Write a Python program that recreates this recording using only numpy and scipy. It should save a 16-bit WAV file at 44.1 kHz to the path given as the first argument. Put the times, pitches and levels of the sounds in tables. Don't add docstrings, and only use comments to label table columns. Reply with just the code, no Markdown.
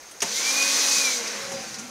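import sys
import numpy as np
from scipy import signal
from scipy.fft import rfft, irfft
from scipy.io import wavfile

SR = 44100
rng = np.random.default_rng(int(sys.argv[2]) if len(sys.argv) > 2 else 0)


def ratio_of_db(decibels):
    return 10 ** (np.asarray(decibels, float) / 20)


def master(y):
    cut = np.clip(np.atleast_2d(y).T, -1, 1)
    pcm = np.round(cut * 32767)
    wavfile.write(sys.argv[1], SR, pcm.astype(np.int16))


N = 83790


def t():
    return np.arange(N) / SR


def rms_one(x):
    return x / np.sqrt(np.mean(x ** 2) + 1e-20)


def in_time(rows):
    s, *columns = np.transpose(rows)
    return [np.interp(t(), s, column) for column in columns]


def drift(rate_hz):
    r = np.exp(-80 * np.pi * rate_hz / SR)
    warm_up = 2000
    steps = rng.standard_normal(N // 40 + 2 + warm_up)
    slow = signal.lfilter([1], [1, -2 * r, r * r], steps)[warm_up:]
    return np.interp(np.arange(N) / 40, np.arange(len(slow)), rms_one(slow - slow.mean()))


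def resonance(x, hz, width_hz):
    r = np.exp(-np.pi * width_hz / SR)
    poles = [1, -2 * r * np.cos(2 * np.pi * hz / SR), r * r]
    return signal.lfilter([(1 - r * r) / 2, 0, (r * r - 1) / 2], poles, x)


def bell(x, hz, width_hz, db):
    return x + (ratio_of_db(db) - 1) * resonance(x, hz, width_hz)


def butter(x, order, hz, kind):
    return signal.sosfilt(signal.butter(order, hz, kind, fs=SR, output="sos"), x)


def coloured(spectrum, patchy_db):
    log_hz = np.log(np.maximum(np.arange(N // 2 + 1) * SR / N, 1))
    f, db = np.transpose(spectrum)
    log_f = np.log(f)
    colour_db = np.interp(log_hz, log_f, db)
    colour_db -= 30 * np.maximum(log_f[0] - log_hz, 0)
    colour_db -= 20 * np.maximum(log_hz - log_f[-1], 0)
    shaped = rfft(rng.standard_normal(N)) * ratio_of_db(colour_db)
    together = drift(4.7)
    out = 0
    for centre in np.arange(3.3, 10.2, .35):
        share = np.maximum(1 - np.abs(log_hz - centre) / .35, 0)
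        flicker_db = patchy_db * (0.52 * together + drift(20))
        out = out + irfft(shaped * share, N) * ratio_of_db(flicker_db)
    return rms_one(out)


# (f/Hz, level/dB per Hz)
ROOM_TONE = [(40, -13), (150, -12.5), (496, -2.5), (2460, -7), (2750, -11.5), (5500, -8), (9500, -14),
             (15800, -26)]


def room_tone():
    hiss = coloured(ROOM_TONE, patchy_db=1.5)
    return ratio_of_db(-45.5) * bell(hiss, hz=6350, width_hz=300, db=10.6)


# (t/s, level/dB, length/s, f/Hz)
TICKS = [
    (.112, -44.5, 0.0073, 8600),
    (.2042, -30, .002, 5000),
    (.2185, -33, .002, 3000),
    (0.2197, -24, 0.0088, 5680),
    (.226, -30, 0.0085, 1950),
    (1.272, -33, 0.0091, 5100),
    (1.518, -34.5, 0.007, 5700),
    (1.742, -36, 0.0057, 4850),
    (1.785, -38, 0.017, 5900),
]
TICK_WIDTH, TICK_BROAD_DB, TICK_T60_S = 0.44, -3.5, 0.048


def ticks():
    noise = rng.standard_normal(N)
    broad = rms_one(butter(noise, 2, (1520, 6900), "band"))
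    out = 0
    for s, db, length, hz in TICKS:
        age = t() - s
        attack = np.clip(age * 2000, 0, 1)
        fade = ratio_of_db(-60 * np.maximum(age - length, 0) / TICK_T60_S)
        width_hz = TICK_WIDTH * hz
        tone = rms_one(resonance(resonance(noise, hz, width_hz), hz, width_hz))
        out = out + ratio_of_db(db) * attack * fade * (tone + ratio_of_db(TICK_BROAD_DB) * broad)
    return out


# (t/s, level/dB, f/Hz, t60/s)
BUMPS = [
    (.221, -32, 903, 0.11),
    (.221, -30, 695, 0.15),
    (.223, -25.5, 406, 0.11),
    (.24, -29.5, 200, 0.058),
    (1.516, -22, 400, .04),
    (1.526, -38, 230, .25),
    (1.513, -36, 780, .13),
    (1.526, -37, 500, .2),
    (1.79, -40.5, 773, 0.2),
    (1.8, -39.5, 246, 0.23),
]
BUMP_RISE_S, BUMP_SPREAD, BUMP_NOISE = .004, 1.5, .7


def bumps():
    noise = rng.standard_normal(N)
    out = 0
    for s, db, hz, t60 in BUMPS:
        age = np.maximum(t() - s, 0)
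        puff = rms_one(butter(noise, 2, [hz / BUMP_SPREAD, hz * BUMP_SPREAD], "band"))
        body = np.sin(2 * np.pi * hz * age) + BUMP_NOISE * puff
        out = out + ratio_of_db(db - 60 * age / t60) * np.clip(age / BUMP_RISE_S, 0, 1) * body
    return out


ON_S, OFF_S = .222, .982
TOP_HZ, LACK_HZ, SPIN_UP_S = 280.7, 149.74, .125
DRAG_PER_S, DRAG_EASE = .98, 1.07


def shaft_hz():
    powered_s = np.clip(t(), ON_S, OFF_S) - ON_S
    powered_hz = TOP_HZ - LACK_HZ * np.exp(-powered_s / SPIN_UP_S)
    coasting_s = np.maximum(t() - OFF_S, 0)
    return powered_hz / (1 + DRAG_PER_S * coasting_s ** DRAG_EASE)


# (t/s, rush level/dB, duct air level/dB, blade whine level/dB, shaft hum level/dB)
FAN = [(.24, -34, -38, -68, -50.5), (.355, -28, -40, -48, -51), (.378, -25.5, -37, -32.5, -65),
       (.42, -27.5, -34, -43.5, -52), (.48, -24, -33.5, -28.5, -52), (.52, -24.5, -34, -34.5, -41.5),
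       (.59, -24, -33, -23.5, -46), (.7, -23, -33, -36, -44), (.8, -23, -32, -40, -46),
       (.93, -22.5, -34, -33.5, -45.5), (1.0, -22.5, -32, -34, -47), (1.075, -25.5, -34, -26.5, -48),
       (1.17, -27.5, -38, -44.5, -48.5), (1.21, -33, -35.5, -43, -47.5), (1.4, -36, -37.5, -57, -52.5),
       (1.5, -37.5, -40.5, -60, -51), (1.7, -41, -44.5, -52, -55.5), (1.9, -47, -49, -52, -69)]
# (multiple of shaft speed, level/dB against the shaft hum)
SHAFT_ORDERS = [(2, -2), (3, -6), (4, -8)]
# (multiple of shaft speed, level/dB, loudest t/s, lasts/s)
WHISTLES = [
    (18, -55, 1.3, .1),
    (27, -43, 1.43, .045),
    (27, -44, 1.565, .03),
    (27, -50, 1.67, .06),
    (36, -53, 1.55, .15),
    (54, -58, 1.46, .06),
    (58, -61, 1.55, .12),
    (63, -62, 1.43, .05),
    (66, -61, 1.85, .06),
]
# (f/Hz, level/dB per Hz)
RUSH = [(880, -54), (1500, -20), (2360, -10.5), (2480, -18), (2680, -14), (3600, -4), (5960, 0),
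        (14500, -22.5), (15800, -28)]
# (f/Hz, level/dB per Hz)
DUCT = [(120, -53), (200, -1.5), (272, -4), (842, -2.5), (966, -2), (1080, -5), (1350, -1.5), (2500, 1),
        (3250, -8), (5500, -120)]
# (f/Hz, width/Hz, gain/dB)
HOUSING = [(475, 20, 9), (1096, 70, 7.5), (1540, 27, 6), (2050, 31, 3), (4020, 67, 4), (4800, 130, -0.5),
           (5900, 154, 4), (6270, 310, 3), (6940, 390, 2)]
BLADES, WOBBLE_HZ, FLUTTER_DB = 9, .4, 1.5
DULL_HZ, DULL_PER_DB = 9700, .3


def fan():
    rush_db, duct_db, blade_db, hum_db = in_time(FAN)
    turn = 2 * np.pi * np.cumsum(shaft_hz() + WOBBLE_HZ * drift(16.5)) / SR
    whine = ratio_of_db(blade_db + FLUTTER_DB * drift(29)) * np.sin(BLADES * turn)
    for multiple, db, s, lasts in WHISTLES:
        swell = np.exp(-((t() - s) / lasts) ** 2)
        whine += ratio_of_db(db + FLUTTER_DB * drift(20)) * swell * np.sin(multiple * turn)
    hum = 0
    for multiple, db in [(1, 0), *SHAFT_ORDERS]:
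        hum = hum + ratio_of_db(hum_db + db + FLUTTER_DB * drift(15)) * np.sin(multiple * turn)
    rush = coloured(RUSH, patchy_db=0.84)
    dull = signal.sosfiltfilt(signal.butter(2, DULL_HZ, fs=SR, output="sos"), rush)
    rush = dull + (rush - dull) * ratio_of_db(DULL_PER_DB * (rush_db - rush_db.max()))
    duct = coloured(DUCT, patchy_db=0.97)
    air = ratio_of_db(rush_db) * rush + ratio_of_db(duct_db) * duct + np.sqrt(2) * hum
    for hz, width_hz, gain_db in HOUSING:
        air = bell(air, hz, width_hz, gain_db)
    return (np.sqrt(2) * whine + air) * np.clip((t() - ON_S) / 0.01, 0, 1)


# (t/s, hum level/dB, rumble level/dB)
WAND = [(.25, -60, -57), (.6, -57, -72.5), (.95, -56, -66), (1.05, -45, -79), (1.2, -59, -89),
        (1.38, -43.5, -56), (1.55, -39, -53), (1.67, -45.5, -58), (1.73, -50, -49), (1.9, -44, -62)]
# (f/Hz, width/Hz, level/dB)
PIPE = [(228, 25, -7), (463, 25, -13), (549, 7, 0), (780, 25, -10)]


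def wand():
    hum_db, rumble_db = in_time(WAND)
    pipe_noise, board_noise = rng.standard_normal((2, N))
    hum = 0
    for hz, width_hz, db in PIPE:
        tone = rms_one(resonance(resonance(pipe_noise, hz, width_hz), hz, 2 * width_hz))
        hum = hum + ratio_of_db(db + 4.2 * drift(2.6)) * tone
    rumble = rms_one(butter(board_noise, 3, (103, 200), "band"))
    return (ratio_of_db(hum_db) * hum + ratio_of_db(rumble_db + 2.3 * drift(36)) * rumble) * (t() > ON_S)


ROOM_DB, ROOM_T60_S, FIRST_ECHO_S, ROOM_LOW_HZ = -9, .25, .004, 700


def room(x):
    age = t()[:SR // 2]
    echoes = rng.standard_normal(len(age)) * ratio_of_db(-60 * age / ROOM_T60_S) * (age > FIRST_ECHO_S)
    echoes = butter(echoes, 2, ROOM_LOW_HZ, "high")
    echoes = echoes / np.sqrt(np.sum(echoes ** 2))
    return x + ratio_of_db(ROOM_DB) * signal.fftconvolve(x, echoes)[:N]


def scene():
    background = room_tone()
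    cleaner = ticks() + bumps() + fan() + wand()
    return np.tile(ratio_of_db(-0.57) * room(cleaner) + background, (2, 1))


def band_limit(x):
    return signal.sosfilt(signal.butter(12, 16370, fs=SR, output="sos"), x)


def record(dry):
    dipped = bell(dry, hz=7700, width_hz=280, db=-18)
    top_cut = signal.ellip(12, .5, 80, 15720, fs=SR, output="sos")
    mix = signal.sosfilt(top_cut, dipped)
    return band_limit(mix)


dry = scene()
out = record(dry)
master(out)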